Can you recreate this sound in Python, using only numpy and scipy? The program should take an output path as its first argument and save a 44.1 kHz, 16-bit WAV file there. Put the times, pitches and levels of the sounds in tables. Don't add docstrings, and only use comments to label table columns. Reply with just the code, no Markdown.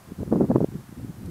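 import sys
import numpy as np
from scipy import signal
from scipy.fft import rfft, irfft
from scipy.io import wavfile

SR = 44100
rng = np.random.default_rng(int(sys.argv[2]) if len(sys.argv) > 2 else 0)


def inscribe(sig):
    pcm = np.round(np.clip(np.atleast_2d(sig).T, -1, 1) * 32767)
    wavfile.write(sys.argv[1], SR, pcm.astype(np.int16))


N = 57330


def turbulence():
    # (time [s], level [dB])
    gust = [(0, -62.5), (.07, -54), (0.093, -47), (0.128, -46), (.145, -60), (0.171, -52), (.188, -33.5),
            (0.227, -28.5), (0.249, -50), (.28, -31), (.3, -36.5), (.32, -27), (0.33, -21), (0.365, -22.5),
            (.385, -25), (.408, -26), (0.449, -19), (.467, -36), (0.49, -27), (0.514, -17.5),
            (0.534, -32.5), (.56, -20), (.58, -28.5), (0.593, -38.5), (0.61, -29), (0.644, -27.5),
            (.66, -52.5), (0.731, -43.5), (0.756, -36), (.778, -48), (0.802, -44), (.83, -56.5),
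            (.875, -55), (.92, -49), (0.956, -55.5), (0.993, -36), (1.05, -41.5), (1.074, -47.5),
            (1.102, -37), (1.119, -53.5), (1.19, -44), (1.25, -42), (1.3, -36.5)]
    # (frequency [Hz], relative density [dB])
    rumble_spectrum = [(20, -23), (45, -5.5), (75, 5), (120, 7.5), (200, 4), (330, -11), (480, -41),
                       (900, -45)]
    buffet_spectrum = [(40, -34), (90, -19), (150, 1.5), (210, 0), (330, -5.5), (480, -15.5), (750, -45.5),
                       (1500, -62), (3000, -85)]
    flutter_spectrum = [(60, -31), (150, -13.5), (300, 4), (450, -6.5), (700, -18), (1000, -22),
                        (1500, -32), (2300, -53), (4000, -79)]
    saturation_db, full_gust_db = -41, -20
    buffet_growth, flutter_growth = 1.122, 1.58
    wind_db = np.interp(np.arange(N) / SR, *np.transpose(gust))
    gust_db = wind_db - full_gust_db
    lumps_db = 4.5 * wander(rate_hz=65)
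    rumble_db = -36.5 + np.minimum(wind_db - saturation_db, 0)
    buffet_db = -19 + buffet_growth * gust_db + .5 * lumps_db
    flutter_db = -25.5 + flutter_growth * gust_db + lumps_db
    rumble = steadied(noise(rumble_spectrum), size=2500) * amp(rumble_db)
    buffet = steadied(noise(buffet_spectrum), size=1200) * amp(buffet_db)
    flutter = steadied(noise(flutter_spectrum), size=800) * amp(flutter_db)
    return rumble + buffet + flutter


def eddies():
    # (time [s], relative peak level [dB], centre frequency [Hz])
    strikes = [(0.121, -21.5, 194), (.211, -16, 120), (.224, -22, 140), (.232, -16, 306),
               (0.2791, -16.5, 182), (0.3264, -8, 404), (.335, -12.5, 354), (.3505, -12.5, 266),
               (0.359, -15.5, 510), (.370, -21, 230), (0.393, -25, 226), (0.399, -19, 258),
               (.4095, -5, 335), (.415, -10.5, 297), (0.438, -17, 280), (.444, -19, 400),
               (0.502, -17.5, 344), (0.506, -11, 343), (0.5153, -6, 380), (.559, -5.5, 383),
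               (0.561, -9.5, 590), (0.582, -12, 250), (.606, -10, 360), (0.615, -11, 287),
               (0.6448, -6.5, 293), (0.688, -22, 154), (0.756, -22.5, 149), (.893, -30, 143),
               (.927, -27, 186), (1, -33, 304), (1.048, -20.5, 172), (1.253, -29.5, 98), (1.292, -23, 150)]
    # (frequency [Hz], relative density [dB])
    crackle_spectrum = [(500, -19), (1500, 8), (3000, -15.5), (6000, -24), (10000, -24), (15000, -30)]
    order = 4.4
    crackle_width_s, crackle_db_per_octave = .0023, 14.5
    t, out = np.arange(N) / SR, np.zeros(N)
    low_cut = signal.butter(1, 64, "highpass", fs=SR)
    crackle = noise(crackle_spectrum)
    for time_s, peak_db, centre_hz in strikes:
        scaled_time = 2 * np.pi * centre_hz * (t - time_s) / (order - 1)
        pulse = ((1 - 1j * scaled_time) ** -order).real
        thump = signal.lfilter(*low_cut, pulse)
        crackle_gain = amp(-30 + crackle_db_per_octave * np.log2(centre_hz / 620))
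        burst = np.exp(-((t - time_s) / crackle_width_s) ** 2)
        out += amp(peak_db - 2) * (thump / abs(thump).max() + crackle_gain * burst * crackle)
    return out


def tick():
    # (frequency [Hz], relative density [dB])
    spectrum = [(1000, -21), (4000, 0), (8000, -1), (12000, -1), (15000, -17)]
    time_s, width_s = 1.261, .005
    envelope = np.exp(-((np.arange(N) / SR - time_s) / width_s) ** 2)
    return amp(-54.5) * envelope * noise(spectrum)


def background():
    # (frequency [Hz], relative density [dB])
    air_spectrum = [(20, 5.5), (100, 4), (300, 0.5), (700, 1.5), (1100, 0.5), (1700, -4), (2500, -11.5),
                    (5000, -25.5), (15000, -42)]
    hiss_spectrum = [(20, -13), (2000, -0.5), (4500, 1), (8000, 0.5), (12000, 1), (14000, -2), (15600, -4)]
    return amp(-54.5) * noise(air_spectrum) + amp(-58.5) * noise(hiss_spectrum)


def amp(db):
    return 10 ** (np.asarray(db) / 20)


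def unit(x):
    return x / np.sqrt(np.mean(x ** 2) + 1e-20)


def noise(spectrum):
    hz, db = np.transpose(spectrum)
    f = np.fft.rfftfreq(N, 1 / SR)
    magnitude = amp(np.interp(np.log(f + 1), np.log(hz), db))
    return unit(irfft(magnitude * np.exp(2j * np.pi * rng.random(len(f))), N))


def steadied(x, size):
    window = np.hanning(size)
    power = signal.fftconvolve(x ** 2, window / window.sum(), "same")
    return x / np.sqrt(power + 1e-6)


def wander(rate_hz):
    f = np.fft.rfftfreq(N, 1 / SR)
    low_pass = np.exp(-(f / rate_hz) ** 2)
    return unit(irfft(rfft(rng.standard_normal(N)) * low_pass, N))


def scene():
    return (turbulence() + eddies() + tick() + background())[None]


def record(dry):
    cutoff_hz = 15700
    low_pass = signal.firwin(511, cutoff_hz, window=("kaiser", 9), fs=SR)
    return signal.oaconvolve(dry, low_pass[None], "same")


dry = scene()
out = record(dry)
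inscribe(out)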